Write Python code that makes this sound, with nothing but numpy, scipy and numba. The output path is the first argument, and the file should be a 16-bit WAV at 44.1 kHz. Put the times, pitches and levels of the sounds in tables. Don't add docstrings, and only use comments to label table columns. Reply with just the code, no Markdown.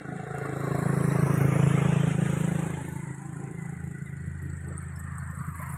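import sys
import numpy as np
from scipy import signal
from scipy.fft import rfft, irfft, next_fast_len
from scipy.io import wavfile
from scipy.ndimage import uniform_filter1d
from numba import njit

SR = 44100
rng = np.random.default_rng(int(sys.argv[2]) if len(sys.argv) > 2 else 0)


def boost_factor(decibels):
    exponent = np.asarray(decibels, float) / 20
    return 10 ** exponent


def wav_record(signal):
    frames = np.transpose(np.atleast_2d(signal))
    bounded = np.clip(frames, -1, 1)
    quanta = np.round(bounded * 32767).astype(np.int16)
    wavfile.write(sys.argv[1], SR, quanta)


N = 254456
T = np.arange(N) / SR

# freq_hz, level_db (per Hz)
PIPE_TONE = [(15, -77), (25, -40), (48, -8), (64, -17), (102, -9.5), (123, 3), (140, 6), (198, -7),
             (223, -22.5), (279, -11), (395, -14.5), (458, -23), (525, -24), (677, -29), (900, -14.5),
             (1170, -45), (1980, -120)]
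# time_s, ahead_firings
ARRIVAL_SHIFT = [(0, -.5), (1.2, -.52), (2, -.56), (2.6, -.59), (3.25, -.63), (3.6, -.57), (4, -.46),
                 (4.5, -.4), (5, -.33), (5.3, -.24), (5.77, -.18)]
# time_s, pipe_nearness_db, ground_echo_on_upper_mode_db, casing_sight_db, hiss_aim_db
RIDE = [(0, -23, 1, -13, -8.5), (.22, -17, -1, -10, -7), (.45, -12, -6.5, -5.5, -5.5),
        (.8, -7, -0.5, -3, -2.5), (1.2, -2, -0.5, -.5, -0.5), (1.45, 0.5, -5, 0, -1.5),
        (1.9, -1.5, 1.5, -1, -1), (2.3, -5, 1.5, -5, 3), (2.6, -12.5, 7, -7.5, 2.5),
        (2.8, -13, -1.5, -10.5, 0.5), (2.95, -12.5, -1, -16.5, 3), (3.2, -15, -4.5, -23, 3),
        (3.7, -17.5, 4, -23.5, 2), (4.2, -15.5, -3.5, -25.5, -1.5), (4.6, -16.5, -5, -25, -4.5),
        (4.85, -19, -1, -25, -5), (5.25, -14.5, -2.5, -27.5, -0.5), (5.77, -14, -4.5, -23, 7.5)]
# time_s, length_s, level_db
SURGES = [(.14, 0.032, 2), (.31, 0.026, 0), (2.0, 0.026, -1.5), (2.15, 0.04, -4), (2.73, 0.025, -0.5),
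          (3.1, 0.035, 5), (3.17, 0.084, -4.5), (3.57, 0.042, -4.5), (3.95, 0.037, -1.5), (4.26, 0.047, 4),
          (4.39, 0.028, -6), (4.46, 0.035, 3.5), (5.35, .025, -8), (5.4, 0.018, 7), (5.445, 0.025, -15),
          (5.485, 0.017, 6.5), (5.54, .025, -10)]
# freq_hz, level_db (per Hz)
CASING_TONE = [(290, -20.5), (500, 24), (676, 1.5), (915, -2), (1040, -2.5), (1370, -1), (1750, -3.5),
               (2020, -5), (2690, -18), (3590, -23), (4510, -38), (7150, -24), (8370, -21.5), (13100, -30),
               (15500, -41)]
# level_in_full_sight_db, share_of_sight (dB per dB), gain_coming_round_db
CASING_BANDS = [
    (-40, 1.05, 17.5),
    (-42.5, 0.65, 8),
    (-47.5, 1.13, -2),
    (-49, 0.52, -0.6),
]
# time_s, length_s, level_db
FLASHES = [(2.03, 0.037, -1), (2.12, .025, 0.5), (2.17, 0.036, -3), (3.29, 0.021, -1), (5.15, 0.035, 1.5),
           (5.53, 0.019, -4), (5.62, 0.023, 2.5)]
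# time_s, first_gap_hz, first_depth_db, upper_depth_db
HAND_GAPS = [(0, 2810, 19, 7), (.9, 3070, 18, 14), (1.3, 3550, 9.5, 17), (1.7, 4210, 16.5, 16),
             (2.1, 4690, 16.5, -2), (3.1, 5560, 19.5, 1.5), (4.3, 5880, 19, -2.5), (5.77, 6100, 37, -1)]
# start_s, end_s, first_hz, last_hz, level_db
PANELS = [(0, 0.93, 760, 700, -48), (0, 0.69, 1430, 1410, -52), (.5, 1.23, 1110, 1105, -46),
          (0.8, 1.8, 10180, 9640, -53.5), (0.5, 1.32, 3900, 4020, -64.5), (2.5, 3.08, 808, 917, -47.5),
          (3, 3.84, 780, 788, -55), (2.5, 3.6, 960, 1027, -59), (3, 4.93, 1464, 1490, -62),
          (3.5, 4.58, 2010, 1900, -57.5), (4.5, 5.42, 1803, 1795, -56.5), (5, 5.56, 1270, 1400, -57.5),
          (5.5, 5.83, 2550, 2680, -70.5), (5, 5.86, 1163, 995, -52.5), (5, 5.74, 244, 255, -52.5),
          (4.5, 5.64, 7800, 7750, -65), (4.5, 6, 8500, 8600, -65), (6, 5.77, 2000, 2200, -67),
          (3, 3.19, 2015, 1890, -52.5), (1, 2.4, 5600, 6760, -60.5), (5, 5.26, 1600, 1770, -57)]
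# time_s, tick_db
GEAR_TEETH = [
    (4.18, -54),
    (4.7, -42.5),
    (5.3, -46),
    (5.77, -41.5),
]
# time_s, peak_db, pitch_hz
KNOCKS = [(4.1258, -57, 8300), (4.2086, -50, 8270), (4.7788, -33.5, 8660), (4.8157, -42.5, 8550),
          (4.9955, -39.5, 7920), (5.1821, -34.5, 8480), (5.3889, -39, 8320), (5.5733, -38, 8770),
          (5.6179, -33.5, 9210), (5.693, -36, 9100)]
# time_s, peak_db, pitch_hz
JINGLES = [(4.264, -46, 9900), (4.4245, -44, 11040), (4.453, -49, 10000), (4.6705, -48, 11200),
           (4.824, -48, 11400), (4.9589, -45.5, 10800), (4.9913, -41.5, 11400), (5.1789, -49, 11300),
           (5.3101, -52, 12100), (5.351, -45, 10400), (5.4123, -46, 10100), (5.4657, -52, 11600),
           (5.5066, -51, 12000), (5.558, -42, 11000), (5.5919, -39, 11300), (5.6164, -42, 12600),
           (5.6553, -49, 12000), (5.6937, -47, 11600), (5.722, -35.5, 10700)]
# time_s, peak_db, pitch_hz
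CHIRPS = [(4.06, -66, 3720), (4.958, -64, 5300), (5.1952, -64, 4370), (5.3922, -62, 4540),
          (5.703, -72, 4400), (5.6, -43, 610), (5.22, -48, 680), (5.33, -47.5, 510), (2.9081, -78, 4380),
          (2.9455, -68, 4400), (3.0632, -72, 4350), (3.174, -76, 4380), (3.2164, -73, 4380),
          (3.6469, -78, 4400), (4, -76, 4350), (3.7626, -74, 4350), (3.84, -75, 4000), (1, -56, 3100),
          (1.1, -51.5, 3900), (1.1897, -52.5, 4250), (.232, -43, 720), (.53, -42, 600)]
# time_s, level_db
DIGGER_LOAD = [
    (0, -64),
    (2.3, -47),
    (2.9, -45),
    (3.07, -61),
    (3.55, -57),
    (3.86, -39),
    (3.97, -56),
    (4.26, -39),
    (5.77, -41),
]
# freq_hz, level_db (per Hz)
FIELD_TONE = [(12, -71), (20, -22), (144, -7.5), (191, -7), (238, -35), (333, -20), (549, -30.5),
              (1980, -32), (4810, -72), (8640, -46), (15500, -90)]
# time_s, length_s, freq_hz, width_hz, level_db
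SHADOWS = [(0.31, 0.11, 295, 44, -24), (0.12, 0.46, 936, 123, -15.5), (2.25, 0.2, 1090, 80, -9.5),
           (5.61, 0.28, 818, 102, -19), (4.7, 0.056, 530, 250, 12.5), (3.47, 0.11, 410, 126, 11),
           (3.92, 0.077, 350, 95, 8), (4.45, 0.083, 313, 67, 10), (2.55, 0.14, 263, 39, 5),
           (2.05, 0.15, 353, 44, -6.5), (1.55, 0.17, 286, 24, -2.5), (4.75, 0.1, 1215, 140, 14),
           (0.14, 0.083, 240, 65, 10), (3.04, .12, 770, 55, -13), (0.44, 0.26, 426, 33, 8),
           (3.15, 0.32, 410, 44, -11), (3.16, 0.14, 310, 27, 5.5), (0.95, 0.26, 270, 55, 3.5),
           (5.21, 0.18, 303, 110, -8.5), (2.85, 0.17, 1240, 190, -6), (2.1, 0.66, 3030, 700, 3),
           (0.25, 0.61, 2730, 100, 13), (3.5, 0.37, 43, 36, -8)]
# time_s, length_s, freq_hz, width_hz, level_db
MIRRORS = [(.4, .45, 2460, 91, -11), (.3, .35, 3200, 89, 7), (.85, .08, 3250, 100, 6),
           (1.35, 0.16, 3600, 90, 11), (1.35, 0.16, 3070, 70, -7), (0.67, .3, 2900, 110, -6),
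           (.9, 0.39, 3570, 110, -9), (0.13, 0.28, 3800, 130, 5.5), (1.1, 0.34, 4700, 100, 13),
           (1.57, .2, 2220, 100, 6.5), (1.8, .08, 2160, 150, 4.5), (1.28, 0.075, 2600, 130, 1),
           (2.95, 0.12, 3800, 140, 6), (2.83, .1, 3150, 92, 4), (3.45, .05, 2500, 110, 14),
           (5.5, .06, 4150, 100, 10), (5.4, .04, 3950, 100, 9), (5.1, 0.14, 2200, 120, -3.5),
           (3.8, 0.077, 1850, 80, 5), (5.3, .12, 1500, 120, 4), (5.7, .12, 960, 55, 5),
           (5.42, .1, 1230, 100, 4.5), (5.26, 0.041, 1780, 200, 5.5), (5.68, 0.15, 1940, 170, 4.5),
           (2.93, 0.14, 310, 36, 1.5), (2.19, 0.15, 280, 65, 4), (4.75, 0.071, 330, 43, 11),
           (5.62, 0.057, 370, 60, -8), (3.65, .15, 5300, 450, -6)]
# freq_hz, width_hz, level_db
PORT_DIPS = [(4800, 300, -17), (6300, 200, -5), (9400, 250, -8), (11300, 400, -4), (14100, 500, -5)]


def columns(table):
    s, *rest = np.transpose(table)
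    return [np.interp(T, s, c) for c in rest]


def unit(x):
    return x / np.sqrt(np.mean(x ** 2))


def bumps(events):
    return sum(db * np.exp(-((T - s) / length) ** 2) for s, length, db in events)


def walk(rate):
    hold = int(SR / rate)
    steps = np.repeat(rng.standard_normal(N // hold + 1), hold)
    return 1.053 * uniform_filter1d(uniform_filter1d(steps, hold), hold)[:N]


def puff(phase, start, length):
    return np.exp(-((phase - start) % 1) / length)


def colour(x, points, build_up=0.):
    size = next_fast_len(N + 16384, real=True) // 2 * 2
    hz, db = np.transpose(points)
    log_gain = np.interp(np.log(np.fft.rfftfreq(size, 1 / SR) + 1), np.log(hz), db) * np.log(10) / 20
    cepstrum = irfft(log_gain, size)
    cepstrum[1:size // 2] *= 2 - build_up
    cepstrum[size // 2 + 1:] *= build_up
    return irfft(rfft(x, size) * np.exp(rfft(cepstrum)), size)[:N]


def band(x, lo_hz, hi_hz):
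    octave = np.log2(np.fft.rfftfreq(N, 1 / SR) + 1)

    def edge(hz):
        return .5 + .5 * np.tanh((octave - np.log2(hz)) * 12)

    return unit(irfft(rfft(x) * (edge(lo_hz) - edge(hi_hz)), N))


@njit
def svf(x, hz, width):
    y, b, l = np.empty(len(x)), 0., 0.
    for i in range(len(x)):
        g, k = np.tan(np.pi * hz[i] / SR), width / hz[i]
        v = (b + g * (x[i] - l)) / (1 + g * (g + k))
        b, l, y[i] = 2 * v - b, l + 2 * g * v, k * v
    return y


def echoes(x, paths):
    i = np.arange(N)
    return x + sum(gain * np.interp(i - SR * lag_s * (1 + 0.1926 * walk(1.5)), i, x) for lag_s, gain in paths)


def cells_of(x):
    hz, s, cells = signal.stft(x, SR, nperseg=1024, noverlap=768)
    return hz[:, None], s, cells


def sound_of(cells):
    return signal.istft(cells, SR, nperseg=1024, noverlap=768)[1][:N]


def exhaust_levels():
    near, ground, sight, _ = columns(RIDE)
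    pipe = -24.5 + near
    behind_s = np.maximum(T - 2.68, 0)
    bark = -34.5 + 0.56 * near - 8 * behind_s
    upper_bark = -37 + 1.27 * sight
    return [db + bumps(SURGES) for db in (pipe, pipe + ground, bark, upper_bark)]


def exhaust(turns):
    opened = np.floor(turns + .23).astype(int) + 1
    chance = rng.standard_normal((opened[-1] + 1, 2))
    at = np.flatnonzero(np.diff(opened))
    jitter = (6 * chance[opened[at], 0]).astype(int)
    blows = np.zeros(N)
    blows[np.clip(at + jitter, 0, N - 1)] = -boost_factor(1.0 * chance[opened[at], 1])

    bark = echoes(colour(blows, PIPE_TONE), [(.005, .6), (.0085, -.55), (.013, .45), (.022, .3)])
    ring = colour(np.roll(blows, int(.0072 * SR)), PIPE_TONE, build_up=.65)
    gas = colour(rng.standard_normal(N) * (.55 + puff(turns, .78, .4)), PIPE_TONE)
    smear = np.interp(T, [0, .6, 2.6, 3.2, 5.0, 5.77], [.08, .04, .04, .08, .08, .2])
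    # source, low edge Hz, high edge Hz, times more smear
    slices = [(ring, 57, 150, 1), (ring, 150, 220, 1), (bark, 220, 430, 6), (bark, 430, 680, 9)]
    out = 0
    for db, (x, lo_hz, hi_hz, more) in zip(exhaust_levels(), slices):
        share = np.clip(smear * more, 0, 1)
        tone = np.sqrt(1 - share) * band(x, lo_hz, hi_hz)
        out = out + boost_factor(db) * (tone + np.sqrt(share) * band(gas, lo_hz, hi_hz))
    return out, blows


def casing_levels(gap_hz):
    _, _, sight, aim = columns(RIDE)
    again = np.clip((T - 4.705) / 0.96, 0, 1)
    mask = -9.5 * np.exp(-((gap_hz - 3220) / 780) ** 2)
    flashes = bumps(FLASHES)
    return [db + share * sight + round_db * again + flashes + more
            for (db, share, round_db), more in zip(CASING_BANDS, (0, 0, mask, aim))]


def hand_gaps(x):
    hz, s, cells = cells_of(x)
    first_hz, first_db, upper_db = (np.interp(s, T, c) for c in columns(HAND_GAPS))
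    gaps = [(first_hz, 600., first_db), (2.056 * first_hz, 500., upper_db),
            (first_hz + 7630, 600., .5 * upper_db)]
    for gap_hz, width, depth_db in gaps:
        depth_db = depth_db * (1 + .18 * np.interp(s, T, walk(20)))
        cells = cells * boost_factor(-depth_db * np.exp(-((hz - gap_hz) / width) ** 2))
    return sound_of(cells)


def block(turns, blows):
    tick = puff(turns, 0.93, 0.079) * boost_factor(1.6 * walk(26.15))
    stand_out = np.interp(T, [0, 3.0, 3.5, 4.2, 4.6], [1.3, 0.98, 2.7, 2.1, .5])
    grit = unit(boost_factor(2.0 * rng.exponential(size=N)) * rng.standard_normal(N))
    roar = rng.standard_normal(N) * (1 + .55 * puff(turns, .85, .3))
    body = colour(roar + .25 * unit(blows), CASING_TONE)
    middle = colour(rng.standard_normal(N) * (1 + 0.6 * tick), CASING_TONE)
    bright = colour(grit * (1 + stand_out * tick) * boost_factor(0.5 * walk(8.9)), CASING_TONE)
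    blast = uniform_filter1d(puff(turns, 0.86, 0.3), SR // 120) * boost_factor(6.1 * walk(12))
    jet = colour(grit * (.5 + blast), CASING_TONE)
    fade = boost_factor(np.interp(T, [.33, .4, 1.4, 2.05, 2.6, 3.2, 5.0, 5.77],
                         [-16, -6.5, -4.5, -15, -11, -17.5, -10, -2.5]))
    top = hand_gaps(band(middle, 2315, 5230) + band(bright, 4980, 10540) + fade * band(jet, 10700, 17500))

    parts = band(body, 684, 1291), band(body, 1299, 2370), band(top, 1810, 5100), band(top, 4340, 18000)
    out = 0
    for db, x in zip(casing_levels(columns(HAND_GAPS)[0]), parts):
        slow_rms = np.sqrt(uniform_filter1d(x ** 2, SR // 3))
        out = out + boost_factor(db + 0.38 * walk(9)) * x / slow_rms
    return out


def panels(turns, blows):
    out = 0
    for start, end, first_hz, last_hz, db in PANELS:
        loose = start > 4.95 or 3000 < first_hz < 7000
        width = 0.96 * (33 + (0.066 + 0.11 * loose) * first_hz)
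        shake = rng.standard_normal(N) * (1 + 0.2 * puff(turns, 0.99, 0.39))
        shake = shake + 1.95 * unit(blows) * (first_hz < 950) * np.interp(T, [1, 2.5], [1, .5])
        centre = np.interp(T, [start, end], [first_hz, last_hz]) * (1 + .006 * walk(4))
        ring = svf(svf(shake, centre, width), centre, width)
        facing = np.clip(np.minimum(T - start + 0.17, end - T + 0.15) / 0.3, 0, 1)
        out = out + boost_factor(db + 0.8 * walk(14)) * facing * unit(ring)
    return out


def gear():
    s = np.arange(4.1805, N / SR, .03895)
    chance = rng.standard_normal((len(s), 5)).T
    db = np.interp(s, *np.transpose(GEAR_TEETH))
    s = s + .002 * chance[0]
    tick_hz = 7850 + 350 * (s - s[0]) + 120 * chance[2]
    ticks = zip(s, db + 3 * chance[1], tick_hz)
    squeaks = zip(s, np.maximum(db, -46) - 25 + 2.5 * chance[3], 4410 + 40 * chance[4])
    return list(ticks), list(squeaks)


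def rattle(events, ring_s, buzz_s, width):
    out, t = np.zeros(N + 2500), np.arange(2500) / SR
    onset = np.sin(np.pi / 2 * np.minimum(t / 0.0013, 1)) ** 2
    for s, db, hz in events:
        centre = hz + 0 * t
        buzz = unit(svf(svf(rng.standard_normal(len(t)), centre, width), centre, width))
        ring = np.sin(2 * np.pi * hz * t) * np.exp(-t / ring_s)
        i = int(s * SR)
        out[i:i + len(t)] += boost_factor(db) * (ring + 0.22 * buzz * np.exp(-t / buzz_s)) * onset
    return out[:N]


def digger():
    cycles = np.cumsum(86.1 * (1 + 0.0031 * walk(3.09))) / SR
    return np.sqrt(2) * np.sin(2 * np.pi * cycles) * boost_factor(columns(DIGGER_LOAD)[0] + 1.0 * walk(11))


def field():
    return boost_factor(-51.5 + 3.8 * walk(1.85)) * unit(colour(rng.standard_normal(N), FIELD_TONE))


def scene():
    firing_hz = 27.2
    turns = firing_hz * T + columns(ARRIVAL_SHIFT)[0]
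    pipe, blows = exhaust(turns)
    ticks, squeaks = gear()
    frame = rattle(ticks + list(KNOCKS), ring_s=0.002, buzz_s=0.0085, width=1400.0)
    frame = frame + rattle(JINGLES, ring_s=0.0014, buzz_s=0.014, width=3400.0)
    squeak = rattle(CHIRPS, ring_s=0.011, buzz_s=0.049, width=250.)
    squeak = squeak + rattle(squeaks, ring_s=.008, buzz_s=.03, width=200.)
    mix = pipe + block(turns, blows) + panels(turns, blows) + frame + squeak + digger() + field()
    return mix[None]


def suppress_noise(hz, cells):
    power = uniform_filter1d(np.abs(cells) ** 2, size=4, axis=1) + 1e-16
    contrast = power / uniform_filter1d(power, size=50, axis=1)
    gain = np.minimum(contrast ** (.22 + .1 * np.exp(-((hz - 3000) / 1500) ** 2)), 1.6)

    def smooth(bins, frames):
        noise = rng.standard_normal(cells.shape)
        return unit(uniform_filter1d(uniform_filter1d(noise, bins, 0), frames, 1))

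    patches_db = 1.8 * smooth(bins=3, frames=16)
    patches_db = patches_db + 1.5 * np.clip(hz / 9000, 0, 1.5) * smooth(bins=30, frames=6)
    reach = np.clip((hz - 400) / 500, 0, 1.)
    return cells * (gain * boost_factor(patches_db)) ** reach


def top_cut(x):
    return signal.sosfilt(signal.butter(12, 15690, fs=SR, output="sos"), x)


def record(dry):
    ceiling = .4
    hz, s, cells = cells_of(ceiling * np.tanh(dry[0] / ceiling))
    for at, length, shadow_hz, width, db in SHADOWS + MIRRORS:
        cells = cells * boost_factor(db * np.exp(-((hz - shadow_hz) / width) ** 2 - ((s - at) / length) ** 2))
    for dip_hz, width, db in PORT_DIPS:
        cells = cells * boost_factor(db * np.exp(-((hz - dip_hz) / width) ** 2))
    mix = sound_of(suppress_noise(hz, cells))[None]
    return top_cut(mix)


dry = scene()
out = record(dry)
wav_record(out)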